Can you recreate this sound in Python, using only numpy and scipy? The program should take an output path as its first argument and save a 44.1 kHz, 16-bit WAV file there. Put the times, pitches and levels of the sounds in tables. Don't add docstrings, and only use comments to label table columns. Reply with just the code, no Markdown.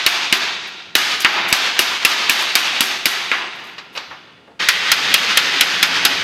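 import sys
import numpy as np
from scipy import signal
from scipy.fft import rfft, irfft
from scipy.io import wavfile
from scipy.ndimage import uniform_filter1d

SR = 44100
rng = np.random.default_rng(int(sys.argv[2]) if len(sys.argv) > 2 else 0)


def wrap_up_sound(samples):
    columns = np.atleast_2d(samples).T
    tamed = np.clip(columns, -1, 1)
    steps = np.round(tamed * 32767).astype(np.int16)
    wavfile.write(sys.argv[1], SR, steps)


N = 274743
BLOW_T = np.arange(SR // 4) / SR
LONG_T = np.arange(3 * SR // 2) / SR

# (time [s], level of the steel [dB], contact cut-off [Hz], relative level of the bench thud [dB])
BLOWS = [(0.0633, -2, 8150, -23), (0.3256, -3, 7205, -12), (.9526, -1, 10100, -14.5), (1.247, 3, 2720, -17),
         (1.5265, -1, 8900, -20.5), (1.7911, -3.5, 10300, -13), (2.0495, -0.5, 9500, -21.5),
         (2.2959, -2.5, 9950, -14.5), (2.5536, -1.5, 9600, -21.5), (2.8064, -5.5, 11200, -13.5),
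         (3.0562, -4, 10300, -17.5), (3.3157, -4.5, 2220, -22), (4.6861, 2, 8750, -42),
         (4.916, 3, 9000, -26), (5.1403, 3, 9300, -31), (5.3717, 3, 9100, -28), (5.6084, 1.5, 9200, -24.5),
         (5.8275, 2.5, 8300, -23), (6.0503, 2, 9200, -20)]
# (time [s], length [s], relative level [dB])
SCRAPES = [(.668, 0.043, -49), (1.2, .038, -24), (1.477, 0.05, -29.5), (2.388, 0.089, -34),
           (3.53, 0.16, -57), (3.632, 0.12, -52), (3.923, .12, -50)]
# (time [s], relative level [dB], contact cut-off [Hz], t60 [s])
KNOCKS = [(3.781, -25, 3740, 0.12), (3.952, -24, 3400, 0.44), (3.975, -19.5, 6000, 0.052),
          (4.103, -29.5, 1700, 0.28), (4.475, -40, 810, .24)]

# (centre frequency [Hz], width before limits and scaling [Hz],
# mean relative level [dB])
STRIP_CLANG_MODES = [(1755, 140, 1), (2143, 22, -2.5), (2470, 170, 11), (2850, 33, 4.5), (2970, 98, -1),
                     (3350, 23, -20.5), (3900, 100, 2), (4950, 190, -34.5), (4650, 170, 4.5),
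                     (5260, 120, -30), (6000, 100, -48.5), (6740, 34, -29), (7850, 45, -11)]
RAIL_CLANG_MODES = [(1403, 240, 5), (1760, 210, 7), (2950, 190, -2), (3243, 150, 13.5), (4000, 110, 6),
                    (5060, 33, -13), (5110, 190, 8.5)]
# (frequency [Hz], level re the thud column [dB], t60 [s])
STRIP_SINGING_MODES = [(230.5, -26.5, 0.76), (385, -28, 0.94), (1390, -28, 4.6), (2530, -29.5, .9),
                       (3960, -26, .7), (4547, -30.5, 0.68), (11224, -33, .4)]
RAIL_SINGING_MODES = [(173.6, -25, 3.3), (268.8, -17, 0.76), (390, -20.5, 3.1), (575, -14.5, 0.48),
                      (713, -13.5, 0.92), (833, -8.5, 0.7), (2510, -25, 0.58), (5170, -13, 0.64)]
# (frequency [Hz], relative level [dB], t60 [s])
FREE_STRIP_MODES = [(1030, -11, .2), (1295, -11, 0.26), (2060, -15, 0.15), (2540, 3, .1), (2860, 5, 0.068),
                    (2910, -1, 0.066), (3940, 5, 0.083), (4400, -11, .2), (4680, -15, .2), (7600, -34, .3),
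                    (10960, -12, 0.11), (12350, -11, 0.12)]

# (frequency [Hz], relative level per Hz [dB])
AIR_COLOUR = [(25, -36), (80, -7), (170, -1.5), (400, -3), (1400, -16), (4000, -28), (8000, -34.5),
              (15000, -49)]
CRACK_COLOUR = [(60, -35), (150, -19.5), (400, -15), (700, -12.5), (1200, -26.5), (2000, 0.5), (3500, -1.5),
                (5500, -3.5), (8500, -10), (12000, 1), (16000, -7)]
SHIVER_COLOUR = [(100, -35.5), (500, -15.5), (900, -5), (1500, 5), (2800, 5), (5000, -1.5), (8000, -15),
                 (16000, -41)]
THUD_COLOUR = [(20, -40), (50, -28), (120, -17.5), (220, 0), (340, 3.5), (520, -9.5), (1000, -26),
               (4000, -70.5)]
RUBBING_COLOUR = [(1000, -11), (3000, 12.5), (6000, 11), (9000, 3), (12500, 9.5), (16000, -12.5)]
KNOCK_COLOUR = [(80, -14), (300, -2.5), (900, 8), (1600, 8), (3000, 6.5), (4700, 9), (8000, -4),
                (13000, -20), (16000, -28)]
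# (frequency [Hz], relative level [dB])
STRIP_ROOM_COLOUR = [(50, -34), (150, -20), (330, -7), (560, -10), (770, -1), (1600, 3.5), (2600, 3.5),
                     (4000, 2.5), (6000, -5.5), (9000, -22.5), (12500, -12), (16000, -30)]
RAIL_ROOM_COLOUR = [(50, -32.5), (150, -15.5), (330, -9.5), (550, -9), (850, -5.5), (1600, 3), (2800, 2.5),
                    (4200, 0), (6000, -7.5), (9000, -27), (12500, -13), (16000, -26)]
# (frequency [Hz], t60 [s])
ROOM_T60 = [(100, 1.9), (400, 1.49), (1500, 1.236), (3000, 1.49), (5000, 1.134), (8000, 1.03),
            (14000, 0.73)]

AIR_DB = -50.5
SEATED_HZ = 9000
SHIVER_HALVES_DB, SHIVER_HALVES_OCTAVES = 7, 1.55
CHATTER_DB_PER_OCTAVE, WASH_DB_PER_OCTAVE = 9, 0.83
WASH_FOLLOWS, SWELL_FOLLOWS = 0.52, 1.12
LATE_SWELL_S, LATE_SPREAD_S = 0.23, 0.085
BOOM_HZ = 345
KNOCK_RISE_SHARE, KNOCK_RING_DB = 0.021, -9
JUMP_S = 4.592
CUTOFF_HZ = 16000


def from_db(db):
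    return 10 ** (np.asarray(db) / 20)


def rms_one(x):
    return x / np.sqrt(np.mean(x ** 2) + 1e-20)


def at_hz(points, hz):
    table_hz, value = np.transpose(points)
    return np.interp(np.log(np.maximum(hz, 1)), np.log(table_hz), value)


def dying(t, t60):
    return np.exp(-np.log(1000) * t / t60)


def add(out, s, sound):
    at = round(s * SR)
    part = sound[max(-at, 0):max(N - at, 0)]
    out[max(at, 0):max(at, 0) + len(part)] += part


def noise(colour, size):
    hz = np.arange(size // 2 + 1) * SR / size
    spectrum = rfft(rng.standard_normal(size)) * from_db(at_hz(colour, hz))
    return rms_one(irfft(spectrum, size))


def soften(x, cut_hz, keep):
    lowpass = signal.butter(2, min(cut_hz, SR * 4 / 10), fs=SR, output="sos")
    return (1 - keep) * signal.sosfilt(lowpass, x) + keep * x


def burst(colour, t60):
    return rms_one(noise(colour, len(BLOW_T)) * dying(BLOW_T, t60))


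def clang(modes, scatter_db, detune, ring_scale):
    hz, width, db = np.transpose(modes)[:, :, None]
    strength, shift, phase = rng.standard_normal((3, len(hz), 1))
    decay = np.exp(-np.pi * np.clip(width, 35, 120) * BLOW_T / ring_scale)
    cycles = hz * (1 + detune * shift) * BLOW_T + phase
    gain = from_db(db + scatter_db * strength)
    return rms_one(np.sum(gain * np.sin(2 * np.pi * cycles) * decay, axis=0))


def shiver(t60):
    spread = 1 - np.exp(-BLOW_T / 0.0055)
    return noise(SHIVER_COLOUR, len(BLOW_T)) * dying(BLOW_T, t60) * spread


def rubbing(size, grain_db):
    grip = rms_one(uniform_filter1d(rng.standard_normal(size), size=90))
    return rms_one(noise(RUBBING_COLOUR, size) * from_db(grain_db * grip))


def ring(modes):
    return sum(from_db(db) * np.sin(2 * np.pi * hz * LONG_T) * dying(LONG_T, t60) for hz, db, t60 in modes)


def workshop(colour, build_s, early, count=5):
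    edges = np.geomspace(40, 18000, 25)
    white, out = rng.standard_normal((2, count, len(LONG_T))), 0
    for k, (low, high) in enumerate(zip(edges, edges[1:])):
        hz = np.sqrt(low * high)
        bandpass = signal.butter(2, [low, high], "band", fs=SR, output="sos")
        band = signal.sosfilt(bandpass, white[k % 2])
        out = out + band * from_db(at_hz(colour, hz)) * dying(LONG_T, at_hz(ROOM_T60, hz))
    out = out * np.interp(LONG_T, [0, .004, build_s], [0, early, 1])
    return out / np.sqrt(np.sum(out ** 2, axis=1, keepdims=True))


def wash(room, push, swell_db, late_db):
    paths = rms_one(rng.standard_normal(len(room)) @ room)
    moments = np.linspace(0, LONG_T[-1], 45)
    swells_db = swell_db * np.interp(LONG_T, moments, rng.standard_normal(len(moments)))
    late = np.exp(-((LONG_T - LATE_SWELL_S) / LATE_SPREAD_S) ** 2)
    echoes = paths * from_db(swells_db + late_db * late)
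    return signal.fftconvolve(echoes, push)[:len(LONG_T)]


def room_push(contact_hz, push_db, boom_db):
    impact = 1. * (BLOW_T == 0)
    ripple = rms_one(rng.standard_normal(len(BLOW_T)) * dying(BLOW_T, .14))
    after_ring = .35 * ripple / np.sqrt(len(BLOW_T))
    push = from_db(push_db) * soften(impact + after_ring, contact_hz, keep=0.037)
    boom = from_db(boom_db) * soften(impact, BOOM_HZ, keep=0)
    return push + np.roll(boom, SR // 100)


def led_in(blows, count):
    beat_s = np.median(np.diff([b[0] for b in blows]))
    return [(blows[0][0] - k * beat_s, *blows[0][1:]) for k in range(count, 0, -1)] + blows


def hammering(blows, modes, singing_modes, room, crack_db, crack_t60, clang_db, ring_scale, shiver_db,
              shiver_t60, chatter_db, bench_db, rise_s, room_db, late_db, boom_db):
    out, singing = np.zeros(N), ring(singing_modes)
    usual_db = np.mean([b[1] for b in blows])
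    for s, db, contact_hz, thud_db in blows:
        force_db, hard_octaves = db - usual_db, np.log2(contact_hz / SEATED_HZ)
        halvings = force_db / SHIVER_HALVES_DB + hard_octaves / SHIVER_HALVES_OCTAVES

        steel = from_db(crack_db) * burst(CRACK_COLOUR, crack_t60)
        steel += from_db(clang_db) * clang(modes, scatter_db=7.5, detune=0.017, ring_scale=ring_scale)
        steel += from_db(shiver_db) * shiver(shiver_t60 / 2 ** halvings)
        steel = soften(steel * (1 - np.exp(-BLOW_T / rise_s)), contact_hz, keep=0.025)
        thud = from_db(bench_db + thud_db) * burst(THUD_COLOUR, t60=0.046)
        chatter = rubbing(len(BLOW_T), grain_db=2.5) * dying(BLOW_T, t60=0.31)
        chatter = from_db(chatter_db + CHATTER_DB_PER_OCTAVE * hard_octaves) * chatter
        add(out, s, from_db(db) * steel + thud + chatter)

        push_db = room_db + WASH_FOLLOWS * force_db + WASH_DB_PER_OCTAVE * hard_octaves
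        push = room_push(contact_hz, push_db, thud_db + boom_db)
        echoes = wash(room, push, swell_db=1.6, late_db=late_db + SWELL_FOLLOWS * force_db)
        add(out, s, from_db(thud_db) * singing + echoes)
    return out


def scraping(grain_db):
    scrapes = np.zeros(N)
    for s, length, db in SCRAPES:
        size = int(length * SR)
        stroke = np.interp(np.arange(size) / size, [0, .2, 1], [0, 1.3, 0])
        add(scrapes, s, from_db(db) * stroke * rubbing(size, grain_db))
    return scrapes


def knocking():
    knocks, rings = np.zeros((2, N))
    for s, db, contact_hz, t60 in KNOCKS:
        shape = (1 - np.exp(-BLOW_T / (KNOCK_RISE_SHARE * t60))) * dying(BLOW_T, t60)
        knock = rms_one(soften(noise(KNOCK_COLOUR, len(BLOW_T)), contact_hz, keep=.02))
        add(knocks, s, from_db(db) * knock * shape)
        add(rings, s, from_db(db + KNOCK_RING_DB) * soften(ring(FREE_STRIP_MODES), contact_hz, keep=.2))
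    return knocks, rings


def handling(room, grain_db, knock_room_db, scrape_room_db):
    scrapes = scraping(grain_db)
    knocks, rings = knocking()
    sent = from_db(knock_room_db) * knocks + from_db(scrape_room_db) * scrapes
    return knocks + rings + scrapes + signal.fftconvolve(sent, room[0])[:N]


def scene():
    bench_room = workshop(STRIP_ROOM_COLOUR, build_s=0.16, early=0.39)
    rail_room = workshop(RAIL_ROOM_COLOUR, build_s=0.21, early=0.022)
    strip_blows = led_in([b for b in BLOWS if b[0] < JUMP_S], count=2)
    rail_blows = led_in([b for b in BLOWS if b[0] > JUMP_S], count=3)

    strip = hammering(strip_blows, STRIP_CLANG_MODES, STRIP_SINGING_MODES, bench_room,
                      crack_db=-18.0, crack_t60=0.023, clang_db=-19.5, ring_scale=0.63,
                      shiver_db=-3.5, shiver_t60=0.089, chatter_db=-23, bench_db=-23.5,
                      rise_s=0.00013, room_db=-27.5, late_db=-.5, boom_db=-20.5)
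    strip = strip + handling(bench_room, grain_db=4.5, knock_room_db=-15.5, scrape_room_db=5)
    rail = hammering(rail_blows, RAIL_CLANG_MODES, RAIL_SINGING_MODES, rail_room,
                     crack_db=-15.5, crack_t60=0.022, clang_db=-23.5, ring_scale=1.64,
                     shiver_db=-6.5, shiver_t60=0.11, chatter_db=-27, bench_db=-25,
                     rise_s=0.0018, room_db=-26.5, late_db=-1.0, boom_db=-3)

    jumped = np.clip((np.arange(N) / SR - JUMP_S) / .01, 0, 1)
    air = from_db(AIR_DB) * noise(AIR_COLOUR, N)
    mono = (1 - jumped) * strip + jumped * rail + air
    return np.array([mono, mono])


def record(dry):
    clipped = dry / (1 + dry ** 8) ** (1 / 8)
    bass_cut = signal.butter(1, 40, "high", fs=SR, output="sos")
    top_cut = signal.ellip(10, .1, 70, CUTOFF_HZ, fs=SR, output="sos")
    return signal.sosfilt(top_cut, signal.sosfilt(bass_cut, clipped))


dry = scene()
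out = record(dry)
wrap_up_sound(out)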